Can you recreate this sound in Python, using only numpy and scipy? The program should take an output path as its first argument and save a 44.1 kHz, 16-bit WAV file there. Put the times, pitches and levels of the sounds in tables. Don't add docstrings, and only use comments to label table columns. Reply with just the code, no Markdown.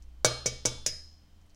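import sys
import numpy as np
from scipy import signal
from scipy.fft import rfft, irfft
from scipy.io import wavfile

SR = 44100
rng = np.random.default_rng(int(sys.argv[2]) if len(sys.argv) > 2 else 0)


def file_out(sig):
    cols = np.atleast_2d(sig).T
    lim = np.clip(cols, -1, 1)
    pcm = np.round(lim * 32767).astype(np.int16)
    wavfile.write(sys.argv[1], SR, pcm)


N = 68355
TIME = np.arange(N) / SR

# start_s, crack_db, knock_db, knock_brightness_hz, knock_pitch_hz, crunch_db,
# crunch_swell_s, crunch_pitch_hz, dull_crush_db, ring_db, ring_tilt_db_per_octave, favoured_hz (pitch around
# which this tap sets the wall ringing most), favoured_boost_db
TAPS = [(0.247, -1.5, 0, 1600, 626, -20, 0.0025, 6300, -32.5, 1.5, -2.5, 4210, 8.5),
        (0.4592, -30.5, -9.5, 650, 445, -22.5, 0.0026, 6080, -38, -7, 2, 2258, 4.5),
        (0.6530, -24.5, -6.5, 500, 435, -19.5, 0.0024, 6200, -33, -5, 1, 3410, 9.5),
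        (0.8622, -26.5, -21.5, 905, 630, -22, 0.0022, 6200, -39, -8, 10, 5085, 14)]


def from_db(db):
    return 10 ** (np.asarray(db) / 20)


def rms_one(x):
    return x / np.sqrt(np.mean(x ** 2) + 1e-20)


def at_hz(points, hz, axis=1):
    points = np.array(points)
    return np.interp(np.log(np.maximum(hz, 1)), np.log(points[:, 0]), points[:, axis])


def decay(start, t60):
    return (TIME >= start) * np.exp(-np.log(1000) * np.maximum(TIME - start, 0) / t60)


def click(start):
    return 1.0 * (np.arange(N) == int(start * SR))


def ring(start, hz, t60):
    shrink = np.exp(-np.log(1000) / (t60 * SR))
    turn = 2 * np.pi * hz / SR
    feedback = [1, -2 * shrink * np.cos(turn), shrink * shrink]
    return signal.lfilter([0, np.sin(turn)], feedback, click(start) + 1e-18)


def low_pass(x, hz, order=2):
    sos = signal.butter(order, min(hz, SR / 2 - 1), fs=SR, output="sos")
    return signal.sosfilt(sos, x + 1e-18)


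def coloured(x, spectrum):
    level_db = at_hz(spectrum, np.linspace(0, SR / 2, N + 1))
    cepstrum = irfft(np.log(from_db(level_db)))
    cepstrum[1:N] *= 2
    cepstrum[N + 1:] = 0
    response = np.exp(rfft(cepstrum))
    return irfft(rfft(x, 2 * N) * response)[:N]


def background():
    # time_s, pitch_hz, level_db
    hum_path = [(0, 62.1, -52), (0.128, 60.5, -50), (.22, 59.9, -48.5), (0.598, 69.5, -52),
                (.95, 73, -53.5), (1.119, 78, -56), (1.26, 79.2, -62.5), (1.42, 82.1, -60),
                (1.55, 82.7, -70.5)]
    # pitch_hz, level_db
    drone_tones = [(200, -77), (300, -78), (3101, -83.5)]
    # frequency_hz, relative_level_db_per_hz
    hiss_spectrum = [(15, -2.5), (30, -4.5), (48, -15.5), (100, -22.5), (180, -23.5), (400, -33.5),
                     (800, -35.5), (1700, -41), (3000, -41.5), (4000, -43), (6000, -45.5), (10000, -53.5),
                     (16000, -54)]
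    # time_s, level_db
    rumble_path = [(0, -49), (.3, -51), (.7, -47), (.95, -49.5), (1.2, -81.5), (1.55, -75.5)]
    hiss_db, rumble_top_hz = -57, 32.7

    hum_s, hum_hz, hum_db = np.transpose(hum_path)
    hum_phase = 2 * np.pi * np.cumsum(np.interp(TIME, hum_s, hum_hz)) / SR
    hum = from_db(np.interp(TIME, hum_s, hum_db)) * np.sin(hum_phase)
    drone = sum(from_db(db) * np.sin(2 * np.pi * (hz * TIME + rng.random())) for hz, db in drone_tones)
    hiss = from_db(hiss_db) * rms_one(coloured(rng.standard_normal(N), hiss_spectrum))
    deep = low_pass(rng.standard_normal(N), rumble_top_hz, order=4)
    rumble_s, rumble_db = np.transpose(rumble_path)
    rumble = from_db(np.interp(TIME, rumble_s, rumble_db)) * rms_one(deep)
    return np.sqrt(2) * (hum + drone) + hiss + rumble


def kitchen(x):
    # frequency_hz, early_db, tail_db, tail_t60_s
    room_bands = [(150, -3, -0.5, 0.56), (500, -5.5, -8, 0.38), (1280, 0.5, -0.5, 0.59),
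                  (3330, -5, -0.5, 0.17), (6200, 4, -16, 0.29), (9000, -9.5, -8.5, 0.51),
                  (15000, 3, -6.5, 0.13)]
    early_delay_s, early_t60_s, tail_delay_s = 0.0016, 0.068, 0.002

    edges_hz = np.geomspace(80, 18000, 15)
    white = rng.standard_normal((2, N))
    response = np.zeros(N)
    for k, (low, high) in enumerate(zip(edges_hz, edges_hz[1:])):
        band = signal.butter(2, [low, high], "band", fs=SR, output="sos")
        hz = np.sqrt(low * high)
        noise = signal.sosfilt(band, white[k % 2])
        early = rms_one(noise * decay(early_delay_s, early_t60_s))
        early = early * from_db(at_hz(room_bands, hz, axis=1))
        tail_t60_s = at_hz(room_bands, hz, axis=3)
        tail = rms_one(noise[::-1] * decay(tail_delay_s, tail_t60_s))
        tail = tail * from_db(at_hz(room_bands, hz, axis=2))
        response += (early + tail) * np.sqrt(2 * (high - low) / SR / N)
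    return signal.fftconvolve(x, response)[:N]


def shell_ticks():
    # start_s, level_db, pitch_hz
    tick_list = [(0.0240, -30.5, 6130), (1.415, -42, 5920), (1.464, -46.5, 9000), (1.497, -40.5, 6800),
                 (1.5037, -36, 4700), (1.54, -50, 5880), (1.5465, -33.5, 6200)]
    # multiple_of_pitch, relative_level_db
    tick_spectrum = np.array([(.17, -34.5), (.5, -21), (.75, -7.5), (.92, 2), (1.2, -4.5), (1.6, -15),
                              (2.5, -34)])
    return sum(from_db(db) * coloured(click(start), tick_spectrum * [hz, 1]) for start, db, hz in tick_list)


def thump():
    pitch_hz, t60_s = 122.8, 0.46
    base_db, follow = -29.5, 0.79
    return sum(from_db(base_db + follow * knock_db) * ring(start, pitch_hz, t60_s)
               for start, _, knock_db, *_ in TAPS)


def knock():
    # pitch_hz, relative_level_db, t60_s
    rocking_modes = [(215, -48.5, .05), (280, -40.5, 0.042), (325, -29.5, 0.054), (458.5, -24, 0.081),
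                     (500, -14.5, 0.055), (606, -15, .03), (757, -15, 0.0083), (1187, -11.5, 0.019),
                     (1600, -4, .02)]
    fall_db_per_octave = 12.5

    out = np.zeros(N)
    for start, _, knock_db, bright_hz, pitch_hz, *_ in TAPS:
        body = np.zeros(N)
        for hz, mode_db, t60 in rocking_modes:
            octaves_away = abs(np.log2(hz / pitch_hz))
            body += from_db(mode_db - fall_db_per_octave * octaves_away) * ring(start, hz, t60)
        out -= from_db(knock_db) * low_pass(body, bright_hz)
    return out


def overtones(count=60):
    # pitch_hz, relative_level_db
    overtone_levels = [(2500, -59.5), (3500, -64.5), (4500, -56), (5100, -53.5), (5700, -54), (6800, -61.5),
                       (8000, -76.5)]
    t60_s = 0.71
    pitches = np.linspace(overtone_levels[0][0], overtone_levels[-1][0], count)
    spacing = pitches[1] - pitches[0]
    pitches = pitches + spacing * rng.uniform(-0.42, 0.515, count)
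    return [(hz, at_hz(overtone_levels, hz), t60_s) for hz in pitches]


def bowl():
    # pitch_hz, relative_level_db, t60_s
    mode_pitches = [1189, 2254, 2262, 2538, 2815, 3143, 3208, 3482, 3521, 3838, 4178, 4207, 4590, 4930,
                    5045, 5158, 5457, 5672, 5843, 5903, 6100, 6345, 6768]
    mode_levels = [-42.5, -40, -36, -48.5, -50, -43, -44, -48, -49.5, -38.5, -51, -45.5, -52, -36, -51,
                   -40.5, -46, -42.5, -33.5, -43.5, -39.5, -39.5, -42]
    mode_t60s = [0.43, 0.37, 0.29, .33, 0.6, .55, 0.22, 0.93, 0.36, 0.47, 0.79, .8, .65, .48, 0.46, .54,
                 0.66, 0.23, 0.16, 0.32, .13, .35, 0.45]
    favour_width_octaves = 0.07
    contact_damping_db = -5

    modes = list(zip(mode_pitches, mode_levels, mode_t60s)) + overtones()
    out = np.zeros(N)
    for start, *_, ring_db, tilt_db, favoured_hz, boost_db in TAPS:
        out = out * from_db(contact_damping_db * (TIME >= start))
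        for hz, mode_db, t60 in modes:
            octaves = np.log2(hz / favoured_hz)
            closeness = np.exp(-(octaves / favour_width_octaves) ** 2)
            favour_db = tilt_db * octaves + boost_db * closeness
            out += from_db(ring_db + mode_db + favour_db) * ring(start, hz, t60)
    return out


def crunch():
    # multiple_of_crunch_pitch, relative_level_db
    splinter_spectrum = np.array([(.1, -37), (.2, -29), (.33, -21), (.7, -22.5), (.87, -6.5), (1, -2),
                                  (1.11, -6), (1.23, -12), (1.41, -15), (1.8, -27), (2.1, -39.5),
                                  (2.5, -39.5)])
    # frequency_hz, relative_level_db
    crush_spectrum = [(80, -17), (170, -6.5), (330, 3), (550, -7.5), (950, -5.5), (1600, -8.5), (2600, -24),
                      (5000, -60.5)]
    fractures_per_s, size_spread_db = 1900, 10

    out = np.zeros(N)
    for start, _, _, _, _, crunch_db, swell_s, pitch_hz, crush_db, *_ in TAPS:
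        age = np.maximum(TIME - start, 0) / swell_s
        force = age * np.exp(1 - age)
        sizes = from_db(size_spread_db * rng.standard_normal(N)) * rng.choice([-1, 1], N)
        breaks = rng.random(N) < fractures_per_s / SR
        fractures = force * sizes * breaks
        bright = from_db(crunch_db) * rms_one(coloured(fractures, splinter_spectrum * [pitch_hz, 1]))
        dull = from_db(crush_db) * rms_one(coloured(fractures, crush_spectrum))
        out += (bright + dull) * np.sqrt(np.mean(force ** 2))
    return out


def crack():
    # frequency_hz, relative_level_db
    snap_spectrum = [(100, 20), (600, 2), (1500, 4), (2400, -24.5), (3800, 10), (6500, 6.5), (8000, 5),
                     (10700, -2.5), (12000, -20.5), (13500, -19), (15000, -14)]
    bounce_s, bounce_db = 0.001, 0
    snaps = np.zeros(N)
    for start, crack_db, *_ in TAPS:
        bounce = from_db(bounce_db) * click(start + bounce_s)
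        snaps += from_db(crack_db) * (click(start) - bounce)
    return coloured(snaps, snap_spectrum)


def scene():
    ring_room_db = -19
    contact = crack() + crunch() + knock() + shell_ticks()
    steel = bowl()
    echo = kitchen(contact + from_db(ring_room_db) * steel)
    return (contact + steel + thump() + echo + background())[None]


def record(dry):
    cutoff_hz = 15800
    sos = signal.ellip(10, 0.2, 80, cutoff_hz, fs=SR, output="sos")
    return signal.sosfilt(sos, dry)


dry = scene()
out = record(dry)
file_out(out)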